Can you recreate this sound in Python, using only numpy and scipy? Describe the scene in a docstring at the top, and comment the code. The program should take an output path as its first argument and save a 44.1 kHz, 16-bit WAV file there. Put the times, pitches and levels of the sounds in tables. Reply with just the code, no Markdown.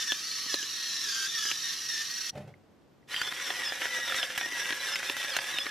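"""Pepper mill, then salt mill

Two battery mills are held in turn over a bowl on a kitchen counter: first pepper, then coarse salt.
As the burrs bite a grain the motor slows: the rough gear whine sags and squeals and the rasp mostly swells,
until the grain gives way and the motor picks up again. Filtered noise bursts crack over both mills.
In the pause something is put down with a dull bump: ringing counter modes, noise clatter and light taps.
"""
import sys
import numpy as np
from scipy import signal
from scipy.fft import rfft, irfft
from scipy.io import wavfile
from scipy.ndimage import uniform_filter1d, map_coordinates

SR = 44100
rng = np.random.default_rng(int(sys.argv[2]) if len(sys.argv) > 2 else 0)


def file_out(sig):
    """Save sig as 16-bit WAV at sys.argv[1]."""
    # one column per channel
    cols = np.atleast_2d(sig).T
    # limit, then scale
    lim = np.clip(cols, -1, 1)
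    pcm = np.round(lim * 32767).astype(np.int16)
    wavfile.write(sys.argv[1], SR, pcm)


N = 251502   # length in samples


def from_db(db):
    """Decibels to gain."""
    return 10 ** (np.asarray(db) / 20)


def rms_one(x):
    """Scale to rms 1."""
    return x / np.sqrt(np.mean(x ** 2) + 1e-20)


def clock():
    """Time of every sample in seconds."""
    return np.arange(N) / SR


def drift(rate):
    """Smooth random wander of rms 1 that changes about rate times a second."""
    r = np.exp(-2 * np.pi * rate / SR)
    noise = rng.standard_normal(N + SR)
    return rms_one(signal.lfilter([1], [1, -2 * r, r * r], noise)[SR:])   # the first second settles


def colour(x, spectrum, unit_power=True, size=4096):
    """Causal (minimum-phase) filter that follows a table of f/Hz, level/dB."""
    hz, db = np.transpose(spectrum)
    bins_hz = np.fft.rfftfreq(size, 1 / SR)
    gain = from_db(np.interp(np.log(bins_hz + 1), np.log(hz), db))
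    # folding the cepstrum forward gives minimum phase
    cepstrum = irfft(np.log(rms_one(gain) if unit_power else gain))
    cepstrum[1:size // 2] *= 2
    cepstrum[size // 2 + 1:] = 0
    response = irfft(np.exp(rfft(cepstrum)))[:size // 2]
    return signal.oaconvolve(x, response)[:N]


def resonate(x, modes):
    """Parallel resonances from a table of f/Hz, width/Hz, level/dB."""
    out = 0
    for hz, width, db in modes:
        r = np.exp(-np.pi * width / SR)
        poles = [1, -2 * r * np.cos(2 * np.pi * hz / SR), r * r]
        out = out + from_db(db) * signal.lfilter([1, 0, -1], poles, x) * (1 - r * r) / 2
    return out


def ring(clicks, hz, t60):
    """A unit click sets off a decaying sine of starting height 1."""
    r = np.exp(-np.log(1000) / (t60 * SR))
    w = 2 * np.pi * hz / SR
    return signal.lfilter([0, np.sin(w)], [1, -2 * r * np.cos(w), r * r], clicks + 1e-18)


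def blows(times, db):
    """Single clicks at given times and levels."""
    out = np.zeros(N)
    samples = np.round(np.asarray(times) * SR).astype(int)
    out[np.clip(samples, 0, N - 1)] = from_db(db)
    return out


def fade(clicks, decay_s):
    """Every click starts an envelope that dies away."""
    return signal.lfilter([1], [1, -np.exp(-1 / (decay_s * SR))], clicks + 1e-18)


def even(x, size=2048):
    """Hold the short-term level at 1."""
    return x / np.sqrt(np.abs(uniform_filter1d(x ** 2, size)) + 1e-12)


# spectrum of the room air: f/Hz, level/dB (per Hz, relative)
AIR_SPECTRUM = [(25, -38.5), (60, -12.5), (130, -9.5), (300, -7), (600, -15.5), (2000, -28), (5500, -35.5),
                (10000, -44.5), (15000, -56)]
# steady hum of kitchen appliances: f/Hz, level/dB
APPLIANCE_HUM = [(140, -77), (274.5, -97.5), (13010, -92.5)]
AIR_DB = -62


def background():
    """Room air is coloured noise in mid and side; appliance hum is sines that waver in strength."""
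    mid, side = (colour(noise, AIR_SPECTRUM) for noise in rng.standard_normal((2, N)))
    hum = 0
    for hz, db in APPLIANCE_HUM:
        tone = np.sqrt(2) * np.sin(2 * np.pi * hz * clock())
        hum = hum + from_db(db) * tone * (1 + 0.34 * drift(5.0))
    return hum + from_db(AIR_DB) * (mid + from_db(-5) * side * np.array([[1], [-1]]))


def grit(per_s, spread_db, crumble_s):
    """Tiny fractures of uneven size, each a very short noise burst."""
    sizes = from_db(spread_db * np.minimum(rng.exponential(1, N), 4))
    born = rng.random(N) < per_s / SR
    energy = fade(born * sizes ** 2, crumble_s)
    return rms_one(np.sqrt(energy) * rng.standard_normal(N))


def turning(x, mesh_hz, count=16):
    """The rattle partly repeats with every turn of a pinion of count teeth: faint lines follow the motor."""
    likeness = .42
    turn = count * SR / mesh_hz   # samples
    repeats = 0
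    for k in range(1, 3):
        repeats = repeats + likeness ** k * map_coordinates(x, [np.arange(N) - k * turn], order=3)
    return x + repeats


def rough_tone(hz, jitter, flutter):
    """A tone that wanders in pitch and flutters in strength, both as fractions."""
    phase = 2 * np.pi * np.cumsum(hz * (1 + jitter * drift(118.0))) / SR
    return (1 + flutter * drift(92)) * np.sin(phase)


def whine(mesh_hz, partials, jitter, flutter):
    """Loose plastic gears: each partial wavers on its own."""
    return sum(from_db(db) * rough_tone(multiple * mesh_hz, jitter, flutter) for multiple, db in partials)


GRIP_S, LET_GO_S = 0.013, 0.019   # a bite takes hold and lets go
SLACK_DB, SLACK_S = 2, 0.12   # the burrs run empty for a moment after a grain has given way


def motor(bites, free_hz, idle_whine_db, idle_rasp_db, recover_s, size=32):
    """Bites drag the motor down until grains give: mesh f/Hz, gains of whine and two overtones, rasp dB."""
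    t = clock()[::size]
    sag, rise_db, second, third, gears = 0, 0, 0, 0, from_db(idle_whine_db)
    for caught, freed, slowest_hz, bend, whine_db, second_db, third_db, rasp_db in bites:
        progress = np.clip((t - caught) / (freed - caught), 0, 1)
        after = np.maximum(t - freed, 0)
        slowing = (1 - slowest_hz / free_hz) * (1 - (1 - progress) ** bend)
        sag = np.maximum(sag, slowing * np.exp(-after / recover_s))
        grip = np.clip((t - caught) / GRIP_S, 0, 1) * np.exp(-after / LET_GO_S)
        slack = np.exp(-after / SLACK_S) - np.exp(-after / LET_GO_S)
        gears = np.maximum(gears, from_db(whine_db) * grip)
        strain = grip * np.sqrt(progress)   # the overtones grow as the bite tightens
        second = second + from_db(second_db) * strain
        third = third + from_db(third_db) * strain
        rise_db = rise_db + rasp_db * grip - SLACK_DB * slack
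    controls = (free_hz * (1 - sag), gears, second, third, idle_rasp_db + rise_db)
    return [np.interp(clock(), t, control) for control in controls]


# scrape of pepper husks on the burr: t/s, centre f/Hz, level/dB
HUSK_SCRAPE = [(.15, 4500, -54), (0.311, 4333, -39.5), (.48, 4230, -43.5), (.58, 3870, -46),
               (.72, 4140, -43), (0.881, 4100, -39.5), (1.031, 3900, -41.5), (1.11, 3400, -44),
               (1.22, 3206, -47), (1.3, 3740, -40.5), (1.37, 3600, -40), (1.48, 3266, -46),
               (1.58, 4000, -44), (1.689, 4145, -44), (1.8, 4250, -48), (1.95, 4140, -45),
               (2.3, 4355, -46.5)]
SCRAPE_WIDTH_HZ = 440


def scrape():
    """Husks dragged round the burr: a narrow band of hiss whose centre and level glide."""
    s, *columns = np.transpose(HUSK_SCRAPE)
    hz, db = (np.interp(clock(), s, column) for column in columns)
    lowpass = signal.butter(2, SCRAPE_WIDTH_HZ / 2, fs=SR, output="sos")
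    a, b = signal.sosfilt(lowpass, rng.standard_normal((2, N)))
    phase = 2 * np.pi * np.cumsum(hz) / SR
    return from_db(db) * even(a * np.cos(phase) + b * np.sin(phase))   # noise moved up to the centre


# the burrs bite a peppercorn: caught t/s, gives way t/s, slowest gear mesh f/Hz, bend [no unit],
# whine level/dB, second harmonic level/dB, third harmonic level/dB, change of rasp level/dB
# bend 1 is a steady slowing; more is a grain that yields softly
PEPPERCORN_BITES = [(-.06, .03, 1791, 3, -37, -41.5, -42, 2), (.065, .12, 1690, .9, -36.5, -36, -47, 2),
                    (.27, .4, 1855, 2, -53, -60, -45, 0), (.48, .542, 1587, 1.1, -42, -45, -39, 1.5),
                    (.56, .635, 1660, 3, -43, -45.5, -51, -0.5), (.82, 1.02, 1818, 3, -44, -50, -41, 0.5),
                    (1.02, 1.26, 1570, 4, -40.5, -48, -53, 2),
                    (1.33, 1.515, 1598, 1.5, -39, -50.5, -45, 2.5),
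                    (1.62, 1.73, 1820, 1.99, -40.5, -44.5, -41.5, 1),
                    (1.88, 2.02, 1784, 3, -37, -50.5, -50.5, 1), (2.08, 2.31, 1873, 2, -45.5, -61, -49, 0)]
# rasp of the burrs: f/Hz, level/dB (per Hz, relative)
PEPPER_RASP_SPECTRUM = [(200, -30), (400, -14.5), (750, -24), (1250, -11.5), (1700, -11), (2200, -7.5),
                        (3000, -0.5), (4300, -1), (5200, 1.5), (5800, 3), (6500, -3), (7500, -11.5),
                        (10000, -12.5), (13500, -16), (15000, -41.5)]
# resonances of the plastic housing: f/Hz, width/Hz, level/dB (relative)
PEPPER_HOUSING = [(1148, 11, 10.5), (1290, 154, 4), (1573, 25, 7.5), (1689, 40, 14), (1798, 50, 10),
                  (5673, 67, 4)]
# hiss of the burrs under load: f/Hz, width/Hz, level/dB (relative)
LOAD_HISS = [(6730, 470, 2)]
# partials of the gear whine: multiple of mesh f [no unit], level/dB (relative)
PEPPER_WHINE = [(1, 0), (2, -10), (3.03, -4)]
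# running free, and how fast the motor recovers from a bite
PEPPER_MOTOR = dict(free_hz=1889, idle_whine_db=-52.5, idle_rasp_db=-38, recover_s=0.039)
PEPPER_LOAD_DB = 1.5   # extra rasp at full load


def pepper_mill():
    """Soft peppercorns: dense bright rasp and scrape over singing gears, dead when the button is let go."""
    mesh_hz, whine_gain, second_gain, third_gain, rasp_db = motor(PEPPERCORN_BITES, **PEPPER_MOTOR)
    load = np.clip((1900 - mesh_hz) / 280, 0, 1)   # the motor slows as the burrs fill
    fractures = grit(per_s=4900, spread_db=3.5, crumble_s=0.00088)
    rasp = colour(turning(fractures, mesh_hz), PEPPER_RASP_SPECTRUM)
    rasp = even(rasp + resonate(rasp, PEPPER_HOUSING) + load * resonate(rasp, LOAD_HISS))
    gears = even(whine(mesh_hz, PEPPER_WHINE, jitter=.006 + .008 * load, flutter=.4))
    second = second_gain * rough_tone(2 * mesh_hz, jitter=.016, flutter=.6)
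    third = third_gain * rough_tone(3 * mesh_hz, jitter=.012, flutter=.6)
    running = np.clip((2.304 - clock()) / .003, 0, 1)
    loud_rasp = from_db(rasp_db + PEPPER_LOAD_DB * load) * rasp
    return running * (loud_rasp + whine_gain * gears + second + third + scrape())


# short gear squeals: start t/s, end t/s, first f/Hz, last f/Hz, level/dB
GEAR_SQUEALS = [(0.053, 0.113, 5770, 5610, -36.5), (1.038, 1.1, 5440, 4810, -40),
                (1.081, 1.26, 4625, 4602, -41), (1.335, 1.47, 4600, 4680, -44),
                (1.467, 1.514, 3250, 2700, -40), (3.626, 3.707, 5550, 4900, -41.5),
                (4.795, 4.85, 4040, 3848, -43), (5.315, 5.355, 4625, 4197, -41),
                (5.395, 5.425, 4716, 4830, -42)]


def squeals():
    """Short rough gear squeals that glide as the motor labours."""
    gain, hz, t = np.zeros(N), np.zeros(N), clock()
    for start, end, first_hz, last_hz, db in GEAR_SQUEALS:
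        swell = np.clip(np.minimum(t - start, end - t) / GRIP_S, 0, 1)
        gain += from_db(db) * swell
        hz = np.where(t >= start, np.interp(t, [start, end], [first_hz, last_hz]), hz)
    return gain * rough_tone(hz, jitter=.018, flutter=.8)


# knock of the housing: multiple of the thud's f [no unit], level/dB (per Hz, relative)
HOUSING_THUD = [(.22, -26), (.5, -4), (.75, 1), (1.15, 2), (1.7, -10.5), (2.6, -1.5), (5, -34)]


def thud_spectrum(thud_hz):
    """The knock of the housing, laid around a given pitch."""
    return [(multiple * thud_hz, db) for multiple, db in HOUSING_THUD]


def burst(spectrum, decay_s, click_db, size=1024):
    """One fracture, of unit energy: a clean break amid fragments that are crushed and then settle."""
    age = np.arange(size) / SR
    rise_s, settle_s, settle_db = .0003, .006, -26
    crushed = np.exp(-age / (rise_s + decay_s)) - np.exp(-age / rise_s)
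    fragments = crushed + from_db(settle_db) * np.exp(-age / settle_s)
    split = from_db(click_db) * signal.unit_impulse(size, int(rise_s * SR))
    sound = colour(split + fragments * rng.choice([-1, 1], size), spectrum)
    return sound / np.linalg.norm(sound)


PING_DB, PING_S = -2, 0.0007   # level against the snap, time to the peak


def ping(hz, size):
    """The burr rings for a few cycles: a quick swell and a quick end, envelope height 1."""
    age = np.arange(size) / SR
    swell = (age / PING_S * np.exp(1 - age / PING_S)) ** 2
    return swell * np.sin(2 * np.pi * hz * age)


# the loudest grains that break: listed t/s (crack sounds CRACK_DELAY_S later), snap level/dB,
# snap centre f/Hz, thud level/dB, thud f/Hz, splinter level/dB (levels before the trims below)
GRAIN_CRACKS = [(0.1169, -14.5, 3280, -31, 500, -44), (0.459, -28, 4267, -42.5, 383, -62),
                (0.5384, -13.5, 4070, -27, 480, -42.5), (0.625, -25.5, 3000, -44, 453, -57),
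                (1.45, -23, 1660, -44.5, 381.3, -50), (1.511, -15.5, 2750, -37.5, 482.8, -57.5),
                (3.139, -15, 1680, -72, 730, -49), (3.16, -20, 3120, -58, 600, -58),
                (3.212, -11, 1900, -43, 606, -43), (3.271, -17, 2600, -37, 500, -58),
                (3.32, -18.5, 1990, -59, 600, -60), (3.397, -21, 1650, -53, 600, -62),
                (3.462, -27, 2900, -58, 500, -54), (3.5, -13.5, 1636, -29, 670, -57),
                (3.616, -19.5, 1920, -41, 595, -58), (3.718, -18.5, 1240, -30.5, 610, -58),
                (3.814, -15, 1970, -38, 600, -62), (3.851, -14.5, 2018, -32.5, 570, -58),
                (3.864, -22, 1700, -46, 600, -60), (3.983, -29, 1900, -38, 487, -60),
                (4.094, -16, 2500, -44, 600, -54), (4.119, -13, 1644, -37, 640, -53),
                (4.14, -15, 1926, -48, 493, -52), (4.181, -17.5, 1643, -56, 597, -63),
                (4.226, -15.5, 3040, -31, 556.5, -56), (4.299, -21.5, 1680, -39, 560.6, -60),
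                (4.374, -12.5, 2315, -51, 427.6, -38.5), (4.408, -16, 1940, -36.5, 699, -51),
                (4.456, -24, 1884, -36, 642.5, -63), (4.572, -24, 2100, -59, 599, -54),
                (4.653, -21.5, 2830, -39, 377, -55), (4.702, -15.5, 1956, -34.5, 500, -58),
                (4.721, -15, 2414, -34, 420, -60), (4.866, -26, 3460, -39, 560, -48),
                (4.953, -14, 1900, -47, 510, -46), (5.026, -19, 1900, -39, 551.7, -60),
                (5.094, -16, 2710, -32, 480.7, -47), (5.163, -19.5, 1854, -40, 424, -47),
                (5.243, -19, 1912, -45, 521.4, -58), (5.362, -10.5, 2007, -29, 779, -36.5),
                (5.3846, -12.5, 2080, -38, 744.5, -61), (5.536, -22.5, 1980, -41, 451, -60),
                (5.567, -25, 2900, -58, 500, -60), (5.582, -14.5, 2865, -38, 529.7, -48),
                (5.662, -16.5, 1680, -36.5, 469, -63)]
# the parts of a crack: f/Hz, level/dB (per Hz, relative)
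DULL_SNAP_SPECTRUM = [(400, -17), (1000, -7.5), (1700, 7.5), (2300, -1), (3200, -2), (4500, -11.5),
                      (8000, -48)]
BRIGHT_SNAP_SPECTRUM = [(800, -14.5), (1700, -2), (2300, -3), (3200, 9.5), (4300, 1.5), (6000, -6.5),
                        (8000, -43)]
SPLINTER_SPECTRUM = [(3000, -8.5), (6000, 13), (9000, 4), (13000, 7.5), (15500, -2.5)]
CRACK_DELAY_S = 0.0034   # the crack sounds this long after its listed time
DULL_HZ, BRIGHT_HZ = 1900, 3300   # snap centres between which dull blends into bright
RINGING_ABOVE_HZ = 2650


def cracks():
    """A grain gives way over about a millisecond and knocks the housing; bright cracks ring the burr."""
    out = np.zeros(N + SR)
    for s, snap_db, centre_hz, thud_db, thud_hz, splinter_db in GRAIN_CRACKS:
        bright = np.clip(np.log(centre_hz / DULL_HZ) / np.log(BRIGHT_HZ / DULL_HZ), .02, .96)
        dull = burst(DULL_SNAP_SPECTRUM, decay_s=0.0016, click_db=1)
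        dull = np.sqrt(1 - bright) * from_db(snap_db + 9.5) * dull
        sharp = burst(BRIGHT_SNAP_SPECTRUM, decay_s=0.00017, click_db=4.5)
        sharp = np.sqrt(bright) * from_db(snap_db + 4.5) * sharp
        thud = from_db(thud_db + 18.5) * burst(thud_spectrum(thud_hz), decay_s=0.0014, click_db=6.0)
        splinter = from_db(splinter_db + 27) * burst(SPLINTER_SPECTRUM, decay_s=0.0016, click_db=-3)
        rings = centre_hz > RINGING_ABOVE_HZ
        ringing = rings * from_db(snap_db + PING_DB) * ping(centre_hz, size=len(dull))
        start = int((s + CRACK_DELAY_S) * SR)
        out[start:start + len(dull)] += dull + sharp + thud + splinter + ringing
    return out[:N]


# contacts as something is put down: t/s, counter level/dB, clatter level/dB, softness t/s, clatter decay t/s
CONTACTS = [(2.329, -49, -46, 0.0081, 0.023), (2.352, -48, -42.5, 0.0017, .03),
            (2.374, -37.5, -40, 0.001, .014), (2.4029, -43, -51, 0.002, 0.073),
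            (2.475, -48.5, -49.5, 0.0004, 0.02)]
# modes of the counter: f/Hz, level/dB (relative), t60/s
COUNTER_MODES = [(97, -13, 0.53), (123.8, -6, .06), (139.6, -12, 0.41), (165, -10, 0.38),
                 (200.5, 0.5, 0.26), (407, -24, 0.15), (575, -22, 0.14), (655, -24, .22), (795, -21, 0.31),
                 (850, -17, 0.19)]
# spectrum of the clatter: f/Hz, level/dB (per Hz, relative)
CLATTER_SPECTRUM = [(40, -25), (120, -1), (300, -16), (550, -2), (800, -10), (1050, -22.5), (2000, -20.5),
                    (4000, -30.5), (14000, -46.5)]
# light plastic taps: t/s, level/dB, f/Hz, t60/s
PLASTIC_TAPS = [(2.371, -45, 2130, .03), (2.54, -45.5, 2060, 0.02), (3.028, -61.5, 1960, 0.03)]


def putting_down():
    """A few soft contacts set the counter booming, with a dull clatter and light taps."""
    s, counter_db, clatter_db, softness, decays = np.transpose(CONTACTS)
    pushes = blows(s, counter_db)
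    boom = sum(from_db(db) * ring(pushes, hz, t60) for hz, db, t60 in COUNTER_MODES)
    # high-pass keeps the boom free of offset and rumble below its modes
    boom = signal.sosfilt(signal.butter(4, 85, "high", fs=SR, output="sos"), boom)
    envelope = 0
    for start, db, soft_s, decay_s in zip(s, clatter_db, softness, decays):
        age = np.maximum(clock() - start, 0)
        envelope = envelope + from_db(db) * (1 - np.exp(-age / soft_s)) * np.exp(-age / decay_s)
    clatter = colour(envelope * rng.standard_normal(N), CLATTER_SPECTRUM)
    taps = sum(ring(blows(at, db), hz, t60) for at, db, hz, t60 in PLASTIC_TAPS)
    return boom + clatter + taps


# the burrs bite a salt crystal: caught t/s, gives way t/s, slowest gear mesh f/Hz (before spin-up),
# bend [no unit], whine level/dB (relative), second harmonic level/dB (relative),
# third harmonic level/dB (relative), change of rasp level/dB
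CRYSTAL_BITES = [(3.1, 3.213, 1514, .8, -43.5, -39.5, -41.5, -1.5),
                 (3.21, 3.29, 1721, 4.1, -43, -45.5, -57, 0),
                 (3.4, 3.505, 1724, 1.27, -39.5, -49.5, -46, 2),
                 (3.545, 3.62, 1932, 1.93, -42.5, -60, -58, 1), (3.62, 3.715, 1690, 2.97, -42, -47, -51, 2),
                 (3.8, 3.865, 1908, 1.44, -37.5, -66, -52, 4.5),
                 (3.895, 3.985, 1914, 1.04, -36, -50, -50, 1),
                 (3.97, 4.115, 1769, 0.98, -39.5, -42, -53, 2.5),
                 (4.14, 4.235, 1680, 1.01, -38, -44, -44, 3.5),
                 (4.37, 4.46, 1866, 3.15, -37, -65, -52, 1.5),
                 (4.51, 4.63, 1890, 3, -41.5, -54, -45.5, 1.5), (4.66, 4.73, 1910, 2.5, -39.5, -60, -58, 1),
                 (4.8, 4.957, 1734, 1.5, -40, -48.5, -41, 2), (5.03, 5.1, 1709, 0.98, -51, -49, -45, 2.5),
                 (5.15, 5.25, 1891, 2.22, -45, -56, -49, 1.5),
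                 (5.27, 5.365, 1348, 1.08, -41, -40, -42.5, 2),
                 (5.51, 5.62, 1685, 1.17, -45, -41.5, -45, -1.5),
                 (5.65, 5.72, 1680, 2.8, -37.5, -64, -60, -1.5)]
# rasp of the burrs: f/Hz, level/dB (per Hz, relative)
SALT_RASP_SPECTRUM = [(150, -21.5), (330, -14.5), (700, -10.5), (1300, -2.5), (1700, 0.5), (2200, 0),
                      (3400, 1), (4500, -6.5), (5700, -2.5), (6800, -16), (9700, -17), (11000, -20),
                      (12500, -13), (15000, -38)]
# resonances of the plastic housing: f/Hz, width/Hz, level/dB (relative)
SALT_HOUSING = [(512, 18, 21), (542.7, 11, 14), (1667, 60, 6.5), (1898, 80, 2.5), (3510, 44, 2),
                (7370, 830, 4.5), (9430, 1200, 1.5)]
# spectrum of breaking chips: f/Hz, level/dB (per Hz, relative)
CHIP_SPECTRUM = [(400, -21), (1000, 0), (1600, 1.5), (2200, 2), (3000, 3.5), (4500, -8.5), (6000, -3),
                 (8000, -29)]
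# partials of the gear whine: multiple of mesh f [no unit], level/dB (relative)
SALT_WHINE = [(0.862, -12), (1, 5), (3, -1)]
# resonances that lift the whine: f/Hz, width/Hz, level/dB (relative)
WHINE_RESONANCES = [(1940, 94, 4), (3560, 290, 4)]
# running free, and how fast the motor recovers from a bite; the whine is halved in the mix
SALT_MOTOR = dict(free_hz=2022, idle_whine_db=-47.5, idle_rasp_db=-38.5, recover_s=.04)
SALT_START_S, SPIN_UP_S = 3.066, .042   # the mill is switched on and labours up to speed
CRUMB_HZ, CRUMB_DB, CHIP_DB = 452, -22.5, -7.5   # crumbs and chips that break all the time, against the rasp


def salt_mill():
    """Hard crystals: spin-up into coarse dull grit and crackle; the whine flares at housing resonances."""
    mesh_hz, whine_gain, second_gain, third_gain, rasp_db = motor(CRYSTAL_BITES, **SALT_MOTOR)
    spin = 1 - np.exp(-np.maximum(clock() - SALT_START_S, .01) / SPIN_UP_S)
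    mesh_hz = mesh_hz * spin
    fractures = grit(per_s=2000, spread_db=0.5, crumble_s=0.00064)
    rasp = colour(turning(fractures, mesh_hz), SALT_RASP_SPECTRUM)
    rasp = even(rasp + resonate(rasp, SALT_HOUSING)) * from_db(1.4 * drift(13.0))
    crumbs = grit(per_s=84, spread_db=4.0, crumble_s=0.002)
    crumbs = from_db(CRUMB_DB) * colour(crumbs, thud_spectrum(CRUMB_HZ))
    chips = grit(per_s=130, spread_db=2.2, crumble_s=0.0006)
    crackle = from_db(CHIP_DB) * colour(chips, CHIP_SPECTRUM)
    gears = even(whine(mesh_hz, SALT_WHINE, jitter=.005, flutter=.35))
    second = second_gain * rough_tone(2 * mesh_hz, jitter=.012, flutter=.6)
    third = third_gain * rough_tone(3 * mesh_hz, jitter=.012, flutter=.7)
    tones = .5 * spin * whine_gain * gears + second + third
    running = np.clip((clock() - 3.07) / 0.045, 0, 1) ** 1.5
    grinding = from_db(rasp_db) * (rasp + crumbs + crackle)
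    return running * (grinding + tones + resonate(tones, WHINE_RESONANCES))


def reflections(x, count=5):
    """Echoes off bowl, counter and wall; their paths change as the mill is waved about."""
    t, out = clock(), 0
    for k, path_s in enumerate(np.geomspace(.0011, .007, count)):
        delay_s = path_s + 0.0001927 * drift(0.96)
        out = out + (-1) ** k * map_coordinates(x, [(t - delay_s) * SR], order=3)
    return out / np.sqrt(count)


def echoes(x, t60, first_s):
    """Diffuse reflections: decaying noise of unit energy as the room's response."""
    t = np.arange(SR // 2) / SR
    response = rng.standard_normal(len(t)) * np.exp(-np.log(1000) * t / t60) * (t > first_s)
    return signal.oaconvolve(x, response / np.linalg.norm(response))[:N]


# stereo width of the reflections: f/Hz, side filter level/dB
SIDE_WIDTH = [(150, -43), (1000, -20.5), (2400, -15.5), (4500, -11), (8000, -4.5), (15000, 0.5)]


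def kitchen(x):
    """Near reflections differ between the microphones; the room adds a faint tail."""
    mid = x + from_db(-6.0) * reflections(x) + from_db(-30.5) * echoes(x, t60=0.34, first_s=0.0092)
    side = reflections(x) + from_db(1.5) * echoes(x, t60=0.016, first_s=0.002)
    side = colour(side, SIDE_WIDTH, unit_power=False)
    return np.array([mid + side, mid - side])


def scene():
    """The mills work a little right of centre."""
    sources = pepper_mill() + squeals() + cracks() + putting_down() + salt_mill()
    return kitchen(sources) * from_db([[-.3], [.3]]) + background()


CUTOFF_HZ = 15300


def record(dry):
    """The top is cut steeply."""
    return signal.sosfilt(signal.ellip(12, .1, 90, CUTOFF_HZ, fs=SR, output="sos"), dry)


dry = scene()
out = record(dry)
file_out(out)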